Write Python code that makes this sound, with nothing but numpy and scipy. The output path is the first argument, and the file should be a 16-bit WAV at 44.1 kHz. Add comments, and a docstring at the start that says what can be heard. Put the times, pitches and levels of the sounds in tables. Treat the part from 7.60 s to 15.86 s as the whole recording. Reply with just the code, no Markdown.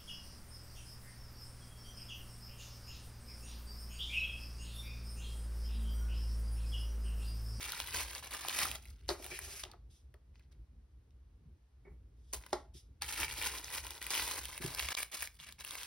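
"""A soft parcel in tissue paper is squeezed over a desk, close to a stereo microphone, in a small room
with a low rumble. Fingers hiss over the sheet, creases buckle in swarms of clicks and larger folds snap.
At 1.5 s the free hand knocks something onto the desk and pushes it along. The parcel then rests in one
hand, amid faint swishes, dull swells, a scuff and a few knocks. From 5.4 s it is turned over and back,
crackling again, and bumps down at 7 s; the level dips briefly twice and the rustling goes on."""
import sys
import numpy as np
from scipy import signal
from scipy.fft import rfft, irfft, next_fast_len
from scipy.io import wavfile
from scipy.ndimage import uniform_filter1d

SR = 44100
rng = np.random.default_rng(int(sys.argv[2]) if len(sys.argv) > 2 else 0)


def transcribe(signal):
    """Save signal, clipped to [-1, 1], as a 16-bit WAV file at the path in sys.argv[1]."""
    frames = np.atleast_2d(signal).T
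    limited = np.clip(frames, -1, 1)
    pcm = np.round(limited * 32767).astype(np.int16)
    wavfile.write(sys.argv[1], SR, pcm)


N = 364266
TIME = np.arange(N) / SR


def from_db(db):
    """Decibels to gain."""
    return 10 ** (np.asarray(db) / 20)


def rms_one(x):
    """Scale to an rms of one."""
    return x / np.sqrt(np.mean(x ** 2) + 1e-20)


def at_hz(points, size):
    """Read a frequency curve on the bins of an FFT."""
    hz, value = np.transpose(points)
    return np.interp(np.log(np.arange(size // 2 + 1) * SR / size + 1), np.log(hz), value)


def colour(x, spectrum):
    """Shape a signal with a smooth EQ curve."""
    size = next_fast_len(x.shape[-1] + 2048)
    return irfft(rfft(x, size) * from_db(at_hz(spectrum, size)), size)[..., :x.shape[-1]]


def low_pass(x, hz):
    """Second-order low-pass."""
    return signal.sosfilt(signal.butter(2, min(hz, .45 * SR), fs=SR, output="sos"), x)


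def treble(x, hz):
    """The part of a signal above a frequency, in phase with the whole."""
    return x - signal.sosfiltfilt(signal.butter(2, min(hz, .45 * SR), fs=SR, output="sos"), x)


def resonate(x, hz, width_hz):
    """Two-pole resonance with unity gain at its peak."""
    r = np.exp(-np.pi * width_hz / SR)
    poles = [1, -2 * r * np.cos(2 * np.pi * hz / SR), r * r]
    return signal.lfilter(np.array([1, 0, -1]) * (1 - r * r) / 2, poles, x)


def fade(t60, size):
    """Exponential decay, 60 dB down after t60 seconds."""
    return from_db(-60 * TIME[:size] / t60)


def lingering(energy, t60):
    """Give the energy of every click a decaying tail."""
    r = from_db(-120 / (t60 * SR))
    return signal.lfilter([1 - r], [1, -r], energy + 1e-18)


def wander(per_s):
    """A random drift gliding between values of spread one."""
    return np.interp(TIME * per_s, np.arange(1024), rng.standard_normal(1024))


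def envelope(strokes, attack_s, release_db_per_s):
    """Each stroke rises, swells or sags evenly, then dies away; overlaps add in power."""
    power = np.full(N, 1e-14)
    for start, length, db, swell_db in strokes:
        span = slice(max(int(start * SR), 0), int((start + length + 1) * SR))
        age = TIME[span] - start
        held_db = db + swell_db * (np.clip(age / length, 0, 1) - .5)
        released_db = release_db_per_s * np.maximum(age - length, 0)
        power[span] += (np.clip(age / attack_s, 0, 1) * from_db(held_db - released_db)) ** 2
    return np.sqrt(power)


def add(out, start_s, sound):
    """Mix a sound in at a time."""
    at = int(np.clip(start_s * SR, 0, N - 1))
    out[:, at:at + sound.shape[1]] += sound[:, :N - at]


# Tone of the rumble and of the room's hiss. Each row: frequency in Hz, gain in dB.
RUMBLE_EQ = [(20, -52), (33, -24.5), (43, -12), (53, 4.5), (70, 2.5), (88, -9), (125, -12.5), (170, -23.5),
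             (280, -26.5), (450, -30), (900, -63.5)]
AIR_EQ = [(100, -1.5), (400, -8.5), (800, -10), (1800, -15.5), (2500, -17.5), (5000, -21.5), (9000, -26),
          (13000, -29.5), (16000, -52.5)]
# The rumble's fader ride. Each row: time in seconds, level in dB.
RUMBLE_RIDE = [(0.0, -58), (0.6, -54), (0.88, -64.5), (1.15, -53.5), (2.5, -59.5), (3.98, -59.5),
               (4.09, -69), (4.35, -56.5), (5.38, -59.5), (5.61, -55), (6.35, -61.5), (7.29, -55),
               (7.38, -64.5), (8.26, -66)]
# Its short surges. Each row: centre in seconds, rise in dB.
RUMBLE_SURGES = [(0.369, 5.8), (2.292, 4.8), (3.01, 7.5), (3.56, 4.3), (3.93, 4.7), (4.32, 8.3),
                 (4.79, 7.7), (5.64, 2.6), (7.27, 3.5)]


def room_tone(rumble_db, air_db, throb_db=2.2, surge_s=.035):
    """The building rumbles with an uneven throb, under the faint hiss of the room."""
    rumble = rms_one(colour(rng.standard_normal((2, N)), RUMBLE_EQ))
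    steady = rumble / np.sqrt(uniform_filter1d(rumble ** 2, size=11000))
    ride_db = np.interp(TIME, *np.transpose(RUMBLE_RIDE)) + throb_db * wander(13)
    surge_db = sum(db * np.exp(-((TIME - centre) / surge_s) ** 2) for centre, db in RUMBLE_SURGES)
    air = rms_one(colour(rng.standard_normal((2, N)), AIR_EQ))
    return from_db(ride_db + surge_db + rumble_db) * steady + from_db(air_db) * air


def crinkle(per_s, spread_db=.5, ring_db=16, q=4.5, crack_t60=.005, flutter_db=-4, flutter_t60=.04):
    """Tiny facets buckle in a swarm: each gives a crack, a brief flutter of the sheet and a ring."""
    pitches = np.geomspace(900, 6500, 26)
    buckles = rng.random(N) < per_s / SR
    energy = buckles * from_db(spread_db * np.clip(rng.standard_normal(N), -2, 2)) ** 2
    pitch_index = rng.integers(0, len(pitches), N)
    noise = rng.standard_normal((2, N))
    swarm = 0
    for k, hz in enumerate(pitches):
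        clicks = energy * (pitch_index == k)
        power = lingering(clicks, crack_t60) + from_db(flutter_db) ** 2 * lingering(clicks, flutter_t60)
        burst = np.roll(noise, k * N // len(pitches), axis=1) * np.sqrt(power)
        swarm = swarm + burst + from_db(ring_db) * resonate(burst, hz, hz / q)
    # even out the swarm so that the hand, not chance, sets its level
    local_power = np.abs(uniform_filter1d(np.mean(swarm ** 2, axis=0), size=1500))
    return swarm / np.sqrt(local_power + 1e-9)


def creases(per_s=110, spread_db=3, t60=.006, pitch_count=8):
    """Small creases give way one by one, in sharp pitched clicks that stand out of the swarm."""
    buckles = rng.random(N) < per_s / SR
    energy = buckles * from_db(spread_db * np.clip(rng.standard_normal(N), -2, 1)) ** 2
    pitch_index = rng.integers(0, pitch_count, N)
    noise = rng.standard_normal((2, N))
    clicks = 0
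    for k, hz in enumerate(np.geomspace(1100, 5500, pitch_count)):
        burst = noise * np.sqrt(lingering(energy * (pitch_index == k), t60))
        clicks = clicks + burst + resonate(burst, hz, hz / 2)
    return rms_one(clicks)


def taut_panels(sheet, ring_db=-21, width_hz=170):
    """Taut panels of the sheet each ring at their own pitch, drifting in and out."""
    out = sheet
    for hz in np.geomspace(1400, 5600, 9):
        drift_db = 7 * np.clip(wander(9), -2, 1.5)
        out = out + from_db(ring_db + drift_db) * resonate(sheet, hz, width_hz)
    return out


# Tone of the tissue. Each row: frequency in Hz, gain in dB.
TISSUE_EQ = [(100, -22), (250, -2.5), (380, -1), (600, -5.5), (850, -1), (1050, -5.5), (1500, -5.5),
             (2300, -3), (3500, -5), (6000, -6.5), (9000, -1.5), (12000, -4), (16000, -7)]
# Fingers on the paper: squeezing, resting, then turning the parcel. 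Each row: start in seconds, length
# in seconds, level in dB, swell in dB, hollow body in relative dB, crispness in relative dB.
FINGER_STROKES = [ (0, 0.23, -46.5, -3, -2.5, 0), (0.247, 0.12, -49.5, 5.5, 0.5, 3),
                  (0.329, 0.087, -42, 0.5, 3, 3), (0.421, 0.16, -50.5, 2.5, 3, 3),
                  (0.622, 0.052, -50.5, -2.5, 3.5, -0.5), (0.701, 0.059, -47, 5, 2.5, 1),
                  (0.782, 0.13, -49, -2.5, 1.5, -0.5), (0.874, .16, -43, 9.5, -0.5, 2),
                  (1.038, 0.12, -50.5, -6.5, 7, 2.5), (1.206, 0.095, -66.5, 4, -2, 3),
                  (1.32, 0.18, -73, -0.5, -30, -4), (2.051, 0.075, -71, 0, 16, -18),
                  (2.736, 0.094, -76.5, 0, -9, -15), (2.909, 0.0096, -73, 2.5, 7, -6),
                  (4.727, 0.026, -48, -13.5, 10, 10), (4.806, 0.14, -69, -3, 10.5, 2),
                  (5.41, 0.021, -44.5, 7.5, 0.5, -0.5), (5.435, 0.041, -53.5, 1, -2, 6.5),
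                  (5.474, 0.097, -44, -2, -4, 2.5), (5.567, 0.071, -44.5, 4, 2.5, 3),
                  (5.679, 0.07, -48, -8, -0.5, 1.5), (5.75, 0.12, -45, 10, 1.5, 2.5),
                  (5.883, 0.105, -49, 4, 6.5, 3), (6.019, 0.104, -51.5, 2, 0.5, 1.5),
                  (6.123, 0.063, -43, -0.5, -1, 4.5), (6.223, 0.16, -54.5, -4.5, 5.5, 2),
                  (6.402, 0.26, -51.5, -1.5, 1.5, 1), (6.498, .105, -40, 1.5, -1, 1),
                  (6.603, 0.113, -43.5, -1, 1.5, 3), (6.713, 0.073, -48, 1.5, 4.5, 5),
                  (6.804, 0.17, -52, 2.5, 0, 1.5), (7.007, 0.157, -50, -2.5, 5, 4),
                  (7.167, 0.2, -45, 1.5, -1.5, 0), (7.366, 0.053, -46.5, -1.5, -2, 5),
                  (7.514, 0.031, -47.5, 4, 1, 3), (7.54, 0.11, -50.5, 2.5, -3.5, 4.5),
                  (7.707, .05, -79.5, 16, -12, 9.5), (7.784, 0.05, -54.5, 6, -28, -4),
                  (7.857, 0.037, -54.5, 3, 0, -2), (7.975, 0.0314, -57, 14.5, -3.5, -2),
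                  (8.032, .215, -51.5, 4.5, -2, 2)]


def rustle(facets_per_s, gain_db, uneven_db, usual_grip_db=-48.5):
    """Fingers slide and catch unevenly; a firmer grip buckles more facets and makes the sheet crunch."""
    start, length, db, swell_db, body_db, crisp_db = np.transpose(FINGER_STROKES)
    body, grip, crisp = [
        envelope(zip(start, length, db + band_db, swell_db), attack_s=.011, release_db_per_s=420)
        for band_db in (body_db, 0, crisp_db)]
    firmness_db = np.clip(20 * np.log10(grip) - usual_grip_db, -25, 10)
    swarm = crinkle(facets_per_s * from_db(.37 * firmness_db))
    hiss = from_db(-9) * rng.standard_normal((2, N))
    sheet = swarm + hiss + from_db(-5.5) * creases()
    sheet = rms_one(colour(taut_panels(sheet), TISSUE_EQ))
    upper, top = treble(sheet, 980), treble(sheet, 6500)
    lows, mids = sheet - upper, upper - top
    crunch = from_db(-21 + .73 * firmness_db) * resonate(sheet, hz=2200, width_hz=490)
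    catching = from_db(gain_db + uneven_db * wander(110))
    return catching * (body * lows + grip * (mids + crunch) + crisp * top)


# Tone of the snaps. Each row: frequency in Hz, gain in dB.
SNAP_EQ = [(100, -15), (400, -12.5), (1000, -2.5), (2500, -8.5), (5000, -6), (10000, -0.5), (16000, -6)]
# Folds that snap. Each row: start in seconds, level in dB, ring in Hz, crispness in relative dB.
FOLD_SNAPS = [(0.051, -22, 2490, -19), (0.1202, -20, 3370, -9), (0.133, -24.5, 1420, -29),
              (0.2012, -14, 2880, -18), (0.212, -25, 3000, -14), (0.2401, -32, 3000, -10),
              (0.244, -33, 2500, -10), (0.266, -38, 3500, -8), (0.2728, -25.5, 2820, -10),
              (0.347, -27.5, 1480, -10), (0.363, -25, 2570, -13), (0.512, -30, 2000, -9),
              (0.532, -30, 1500, -13), (0.55, -21.5, 4660, -24), (0.565, -32, 3000, -30),
              (0.5804, -29, 3000, -15), (0.626, -31.5, 900, -27), (0.709, -32, 2500, -10),
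              (0.744, -30, 1510, -21), (0.8489, -19.5, 720, -22), (0.8841, -15, 3050, -12),
              (0.895, -16, 3080, -22), (0.904, -22, 1300, -24), (0.989, -12, 2680, -12.5),
              (1.02, -20.5, 1260, -15), (1.031, -15.5, 3240, -25), (1.054, -21.5, 1250, -10),
              (1.081, -26.5, 4800, -17), (1.114, -18, 2540, -12), (1.1513, -25.5, 2500, -12),
              (1.1557, -24.5, 3570, -29), (1.255, -36, 2130, -16), (1.626, -34.5, 2130, -9),
              (1.643, -27, 2400, -2), (1.653, -32, 2410, -2), (1.664, -27.5, 2220, -5),
              (1.79, -24, 1700, -8), (2.035, -24.5, 3500, -19), (2.0372, -18, 2860, -37),
              (2.051, -29, 2420, -27), (2.115, -34.5, 3500, -16), (2.135, -41, 1200, -26),
              (2.541, -41, 1820, -20), (2.756, -45, 2450, -29), (2.795, -47.5, 2300, -17),
              (2.836, -60, 2700, -32.5), (2.925, -53, 3630, -16), (3.507, -57, 3000, -33.5),
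              (4.734, -22.5, 5740, -2), (4.837, -34, 1900, -30), (4.864, -31, 1900, -18),
              (4.931, -19, 4470, -27), (5.421, -18, 3800, -15.5), (5.5756, -24, 2510, -12),
              (5.5785, -25, 2000, -13), (5.6197, -15.5, 1980, -24), (5.6315, -13, 2300, -30),
              (5.638, -22.5, 1480, -11), (5.6458, -15, 2300, -30), (5.6813, -22, 2230, -22),
              (5.699, -26, 1800, -28), (5.711, -22, 2700, -21), (5.725, -32, 2200, -7),
              (5.739, -31, 2600, -10), (5.815, -18.5, 2030, -20), (5.834, -17.5, 2620, -20),
              (5.86, -21.5, 2310, -12), (5.871, -15, 2720, -14), (6.044, -24.5, 4860, -24),
              (6.081, -26.5, 2000, -26), (6.149, -29, 3000, -10), (6.161, -30, 1110, -16),
              (6.1812, -19.5, 2220, -23), (6.253, -42, 2000, -16), (6.267, -25.5, 2570, -7),
              (6.3064, -24.5, 3820, -12), (6.379, -33, 2500, -18), (6.4168, -20.5, 1900, -26),
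              (6.426, -25, 2200, -6), (6.442, -28, 3000, -6), (6.466, -21, 2150, -4),
              (6.505, -16.5, 4180, -16), (6.542, -19, 3000, -14), (6.551, -12, 2670, -16),
              (6.5767, -14, 2480, -22), (6.596, -18, 2340, -25), (6.7714, -31, 1500, -8),
              (6.78, -26, 2000, -16), (6.847, -29, 2770, -10), (6.854, -22, 3000, 13),
              (6.8833, -30, 3000, -8), (6.978, -22.5, 2020, -10.5), (7.023, -24.5, 1700, -21),
              (7.062, -26, 4720, -6), (7.148, -22, 4500, -4), (7.1847, -20.5, 2400, -28),
              (7.1942, -12.5, 2680, -26), (7.1989, -15, 2070, -14.5), (7.225, -19.5, 2100, -16),
              (7.2865, -14, 2450, -28), (7.319, -20, 1290, -28), (7.35, -13, 3400, -24),
              (7.3736, -19, 2300, -29), (7.386, -20, 2000, -23), (7.43, -15.5, 2210, -13.5),
              (7.446, -39, 2500, -14), (7.499, -47, 2500, -12), (7.534, -30, 2000, -19),
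              (7.623, -18.5, 2200, -10), (7.6277, -20, 1900, -9), (7.673, -22.5, 2200, -19),
              (7.77, -48, 2800, -13), (7.7998, -29, 2980, -30), (7.806, -36, 2800, -20),
              (7.924, -31, 3200, -13), (8.0075, -29, 2400, -15), (8.0481, -24.5, 2200, -10),
              (8.0764, -28.5, 2600, -13), (8.108, -22, 3200, -13.5), (8.153, -23, 2000, -14),
              (8.232, -25, 3000, -12)]


def snaps(gain_db, crack_db, edge_db, flutter_db, q, rise_s=.00055, size=1024):
    """A larger fold flips with a centred kick and a flutter, ringing over a crack and a crisp edge."""
    out = np.zeros((2, N))
    age = TIME[:size] / rise_s
    shape = age * np.exp(1 - age) + from_db(flutter_db) * fade(.025, size)
    shared_kick = 9 * (np.arange(size) == 12) * [[1], [0]]
    for start, db, hz, crisp_db in FOLD_SNAPS:
        burst = rng.choice([-1, 1], (2, size)) * shape
        ring = resonate(burst + shared_kick, hz, hz / q)
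        ring = rms_one(resonate(ring, hz, hz / q))
        crack = from_db(crack_db) * rms_one(low_pass(burst, max(2 * hz, 3000)))
        edge = from_db(min(crisp_db + edge_db, 4)) * rms_one(treble(burst, 5800))
        snap = ring + crack + edge
        balanced = snap * snap.std() / snap.std(axis=1, keepdims=True)
        add(out, start, from_db(db + gain_db) * balanced / np.sqrt(size))
    return colour(out, SNAP_EQ)


def desk_echo(paper, echo_db, delay_ms=1.8, swing_ms=.35):
    """The desk top mirrors the paper; the comb it makes shifts as the parcel moves."""
    delay = np.clip(delay_ms + swing_ms * wander(2), .3, 4) * SR / 1000
    mirrored = np.array([np.interp(np.arange(N) - delay, np.arange(N), row) for row in paper])
    return paper + from_db(echo_db) * mirrored


def struck(modes, scatter_db, size=16384):
    """Every blow sets the modes ringing with new strengths; neighbours swing in opposite senses."""
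    ring = 0
    phases = [[0], [np.pi / 2]]
    for k, (hz, db, t60) in enumerate(modes):
        strength = from_db(db + scatter_db * rng.standard_normal((2, 1))) * (-1) ** k
        ring = ring + strength * np.sin(2 * np.pi * hz * TIME[:size] + phases) * fade(t60, size)
    return ring / np.abs(ring).max()


# Low modes of a thud. Each row: pitch in Hz, level in dB, 60 dB decay in seconds.
THUD_MODES = [(116, -1, .06), (146, 1, .07), (245, -6, .04), (295, -1, .05), (344, -1, .05), (390, -4, .06),
              (460, -12, .03)]
# Soft thuds on the desk. Each row: start in seconds, level in dB.
DESK_THUDS = [(0.852, -47), (1.026, -46), (1.515, -46.5), (1.716, -46), (5.145, -46), (5.837, -60.5),
              (7.001, -38), (7.042, -27.5)]


def thuds(gain_db):
    """Soft, dull thuds on the desk, from the parcel or the pushed thing."""
    out = np.zeros((2, N))
    for start, db in DESK_THUDS:
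        thud = low_pass(struck(THUD_MODES, scatter_db=2.5), hz=720)
        add(out, start, from_db(db + gain_db) * thud)
    return out


def rub(strokes, resonances, gain_db, rough_db, attack_s, release_db_per_s, pitch_waver=.025):
    """Uneven friction feeds the resonances of a sliding thing; they waver as the contact moves."""
    friction = rng.standard_normal((2, N)) * from_db(rough_db * wander(60))
    ring = sum((-1) ** k * from_db(db) * resonate(friction, hz, width)
               for k, (hz, width, db) in enumerate(resonances))
    playhead = np.cumsum(1 + pitch_waver * wander(14)) % (N - 1)
    wavering = np.array([np.interp(playhead, np.arange(N), row) for row in ring])
    return from_db(gain_db) * envelope(strokes, attack_s, release_db_per_s) * rms_one(wavering)


# The hiss of the push. Each row: start in seconds, length in seconds, level in dB, swell in dB.
SLIDE_STROKES = [(1.477, 0.0068, -52, 11.5), (1.489, 0.04, -46, -9), (1.55, 0.089, -61.5, 9.5),
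                 (1.62, 0.084, -55, -1), (1.70, 0.075, -48.5, -0.5), (1.81, .18, -51.5, -2),
                 (1.992, 0.0075, -44.5, -6)]
# Its bright resonances. Each row: centre in Hz, width in Hz, level in dB.
SLIDE_BANDS = [(1160, 430, -14), (1700, 200, -6), (2450, 640, -5.5), (3950, 800, -5.5), (5115, 1810, -4),
               (10560, 7900, -7.5)]


def slide():
    """Something pushed along the desk hisses softly."""
    return rub(SLIDE_STROKES, SLIDE_BANDS, gain_db=.1, rough_db=2.5, attack_s=.0044, release_db_per_s=413)


# The body of the push. Each row: start in seconds, length in seconds, level in dB, swell in dB.
DRAG_STROKES = [(1.488, 0.029, -42, -10.5), (1.54, 0.037, -66, -3), (1.61, 0.11, -58.5, 9),
                (1.74, 0.25, -67.5, -1)]
# Its hollow resonances. Each row: centre in Hz, width in Hz, level in dB.
DRAG_BANDS = [(363, 65, -0.5), (697, 150, -6), (852, 80, -5.5), (1383, 360, -12)]


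def drag():
    """Friction draws a low, rough scrape from the thing as it is set down and pushed."""
    return rub(DRAG_STROKES, DRAG_BANDS, gain_db=4, rough_db=4.5, attack_s=.037, release_db_per_s=417)


# Modes of the desk top. Each row: pitch in Hz, level in dB, 60 dB decay in seconds.
DESK_MODES = [(362, -1, .11), (415, 0, .035), (516, -1, .025), (610, 3, .035), (694, 0, .055),
              (780, -9, .04), (855, -5, .07), (960, -5, .05), (1110, -6, .04), (1290, -6, .05),
              (1375, -8, .06), (1870, -8, .04), (2200, -10, .05)]
# Tone of the clack. Each row: frequency in Hz, gain in dB.
CLACK_EQ = [(100, -14), (250, -20.5), (380, -5), (900, -12.5), (1400, -18), (2800, -23.5), (4300, -5),
            (7000, -9), (16000, -22.5)]
# Knocks on the desk. Each row: start in seconds, level in dB, hardness as a cut-off in Hz.
DESK_KNOCKS = [(1.490, -28, 3500), (1.502, -30, 2500), (1.598, -37, 448), (1.715, -47, 595),
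               (2.038, -50, 1500), (2.054, -48.5, 1490), (2.137, -48.5, 1170), (2.543, -58.5, 1510),
               (4.733, -44.5, 2500), (4.9295, -24, 1700)]


def knocks(gain_db, clack_db, clack_t60, tick_db, tick_t60, low_cut_hz, size=16384):
    """Hard things meet the stiff desk top with a tick and a clack, and set it ringing."""
    out = np.zeros((2, N))
    contact = from_db(clack_db) * fade(clack_t60, size) + from_db(tick_db) * fade(tick_t60, size)
    for start, db, hardness_hz in DESK_KNOCKS:
        clack = rms_one(colour(rng.standard_normal((2, size)), CLACK_EQ)) * contact
        ring = struck(DESK_MODES, scatter_db=2)
        add(out, start, from_db(db + gain_db) * low_pass(ring + clack, hardness_hz))
    return signal.sosfilt(signal.butter(2, low_cut_hz, "high", fs=SR, output="sos"), out)


# Two short rasps. Each row: start in seconds, length in seconds, level in dB, swell in dB.
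RASP_STROKES = [(1.703, 0.052, -49, -0.5), (5.607, 0.011, -40, -5)]
# Their narrow resonances. Each row: centre in Hz, width in Hz, level in dB.
RASP_BANDS = [(1670, 120, -13), (2360, 160, 0), (3330, 120, -15), (4010, 150, -15), (5080, 150, -13)]


def rasps():
    """A sliding surface catches and rasps."""
    return rub(RASP_STROKES, RASP_BANDS, gain_db=1, rough_db=2.5, attack_s=.017, release_db_per_s=309)


# Thin swishes. Each row: start in seconds, length in seconds, level in dB, swell in dB.
SWISH_STROKES = [(2.295, 0.089, -74.5, 0), (4.56, 0.19, -80.5, 18), (4.73, 0.012, -58, -17),
                 (4.922, 0.024, -56.5, -8), (5.135, 0.039, -63.5, 3)]
# Their airy resonances. Each row: centre in Hz, width in Hz, level in dB.
SWISH_BANDS = [(3500, 830, -3.5), (4200, 640, -3), (5000, 1300, -3), (9890, 3600, -8.5)]


def swishes():
    """Light friction gives thin, high swishes."""
    return rub(SWISH_STROKES, SWISH_BANDS, gain_db=2, rough_db=3, attack_s=.012, release_db_per_s=265)


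# Dull swells. Each row: start in seconds, length in seconds, level in dB, swell in dB.
SWELL_STROKES = [(3.08, 0.12, -70.5, 1), (3.79, 0.075, -66, -2.5), (4.23, 0.06, -71, -4),
                 (7.75, 0.48, -75.5, -6)]
# Their low resonances. Each row: centre in Hz, width in Hz, level in dB.
SWELL_BANDS = [(145, 23, 2), (228, 25, -2.5)]


def swells():
    """Faint, dull noise rises and falls behind the handling."""
    return rub(SWELL_STROKES, SWELL_BANDS, gain_db=2, rough_db=4.5, attack_s=.067, release_db_per_s=206)


# One scuff. Its row: start in seconds, length in seconds, level in dB, swell in dB.
SCUFF_STROKE = [(4.248, 0.032, -57, -3)]
# Its resonances. Each row: centre in Hz, width in Hz, level in dB.
SCUFF_BANDS = [(169, 120, -4), (395, 81, 4), (856, 140, -6.5), (1364, 240, -15), (1900, 160, -12),
               (2200, 52, -3)]


def scuff():
    """A short, rough rub on the desk makes a muffled scuff."""
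    return rub(SCUFF_STROKE, SCUFF_BANDS, gain_db=-1, rough_db=5.5,
               attack_s=.0095, release_db_per_s=348.5)


def room(x, wet_db, wall_hz, low_t60=.26, treble_t60=.2, size=22050):
    """Dense reflections follow after a few milliseconds; the treble dies sooner."""
    noise = rng.standard_normal((2, size))
    bright = treble(noise, wall_hz)
    tail = (noise - bright) * fade(low_t60, size) + bright * fade(treble_t60, size)
    onset = np.clip((TIME[:size] - .002) / .00074, 0, 1)
    response = rms_one(tail * onset) / np.sqrt(size)
    return x + from_db(wet_db) * signal.oaconvolve(x, response, axes=1)[:, :N]


# Stereo image of near and of diffuse sound. Each row: frequency in Hz, left-right likeness (1 is alike).
NEAR_LIKENESS = [(100, 1), (300, .8), (550, .6), (1000, .88), (1800, .95), (2600, .65), (6200, .65),
                 (7000, .995), (7700, .995), (8600, .7), (9500, .7), (10000, .98), (11000, .98),
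                 (12100, .6), (13000, .99), (13800, .99), (15000, .55)]
DIFFUSE_LIKENESS = [(90, 1), (200, .9), (400, .3), (4500, .3), (6200, .65), (7300, .97), (9000, .6),
                    (10500, .93), (12000, .5), (13400, .85), (16000, .1)]
# Phase across the microphone pair. Each row: frequency in Hz, lead of the left side in radians.
LEFT_LEAD = [(1800, 0), (2700, .45), (5300, .35), (6900, 2.9), (7700, 3.3), (9500, 5.2), (9900, 6.25),
             (11400, 6.35), (12900, 9.2), (14200, 9.6), (15800, 12.4)]


def microphone_pair(x, likeness):
    """Shared (row 0) and unshared (row 1) sound reach two ports, whose phase parts in the treble."""
    size = next_fast_len(N + 4096)
    shared, apart = rfft(x, size)
    alike = np.clip(at_hz(likeness, size), -1, 1)
    sides = np.array([[1], [-1]])
    pair = np.sqrt((1 + alike) / 2) * shared + sides * np.sqrt((1 - alike) / 2) * apart
    return irfft(pair * np.exp(.5j * sides * at_hz(LEFT_LEAD, size)), size)[:, :N]


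def scene():
    """Paper and desk sit close up in the room, over a diffuse bed of room tone and swells."""
    paper = rustle(facets_per_s=1400, gain_db=2, uneven_db=2)
    paper += snaps(gain_db=6.5, crack_db=-3, edge_db=14, flutter_db=-14, q=1.94)
    paper = desk_echo(paper, echo_db=-10.5)
    desk = knocks(gain_db=.5, clack_db=1.5, clack_t60=.058, tick_db=2, tick_t60=.008, low_cut_hz=259)
    desk += thuds(gain_db=-2) + drag() + slide() + rasps() + swishes() + scuff()
    near = room(paper, wet_db=-13, wall_hz=6000) + room(desk, wet_db=-7.5, wall_hz=3000)
    bed = room_tone(rumble_db=1, air_db=-79.5) + swells()
    return microphone_pair(near, NEAR_LIKENESS) + microphone_pair(bed, DIFFUSE_LIKENESS)


# Brief dips in level. Each row: centre in seconds, length in seconds, depth in dB.
LEVEL_DIPS = [(7.337, 0.013, -20), (7.36, 0.015, -22)]


def record(dry, cutoff_hz=15900):
    """The level dips briefly twice, and the top of the band is cut steeply."""
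    dip_db = sum(db * np.exp(-((TIME - centre) / (length / 2)) ** 4) for centre, length, db in LEVEL_DIPS)
    high_cut = signal.ellip(10, .2, 70, cutoff_hz, fs=SR, output="sos")
    return signal.sosfilt(high_cut, dry * from_db(dip_db))


dry = scene()
out = record(dry)
transcribe(out)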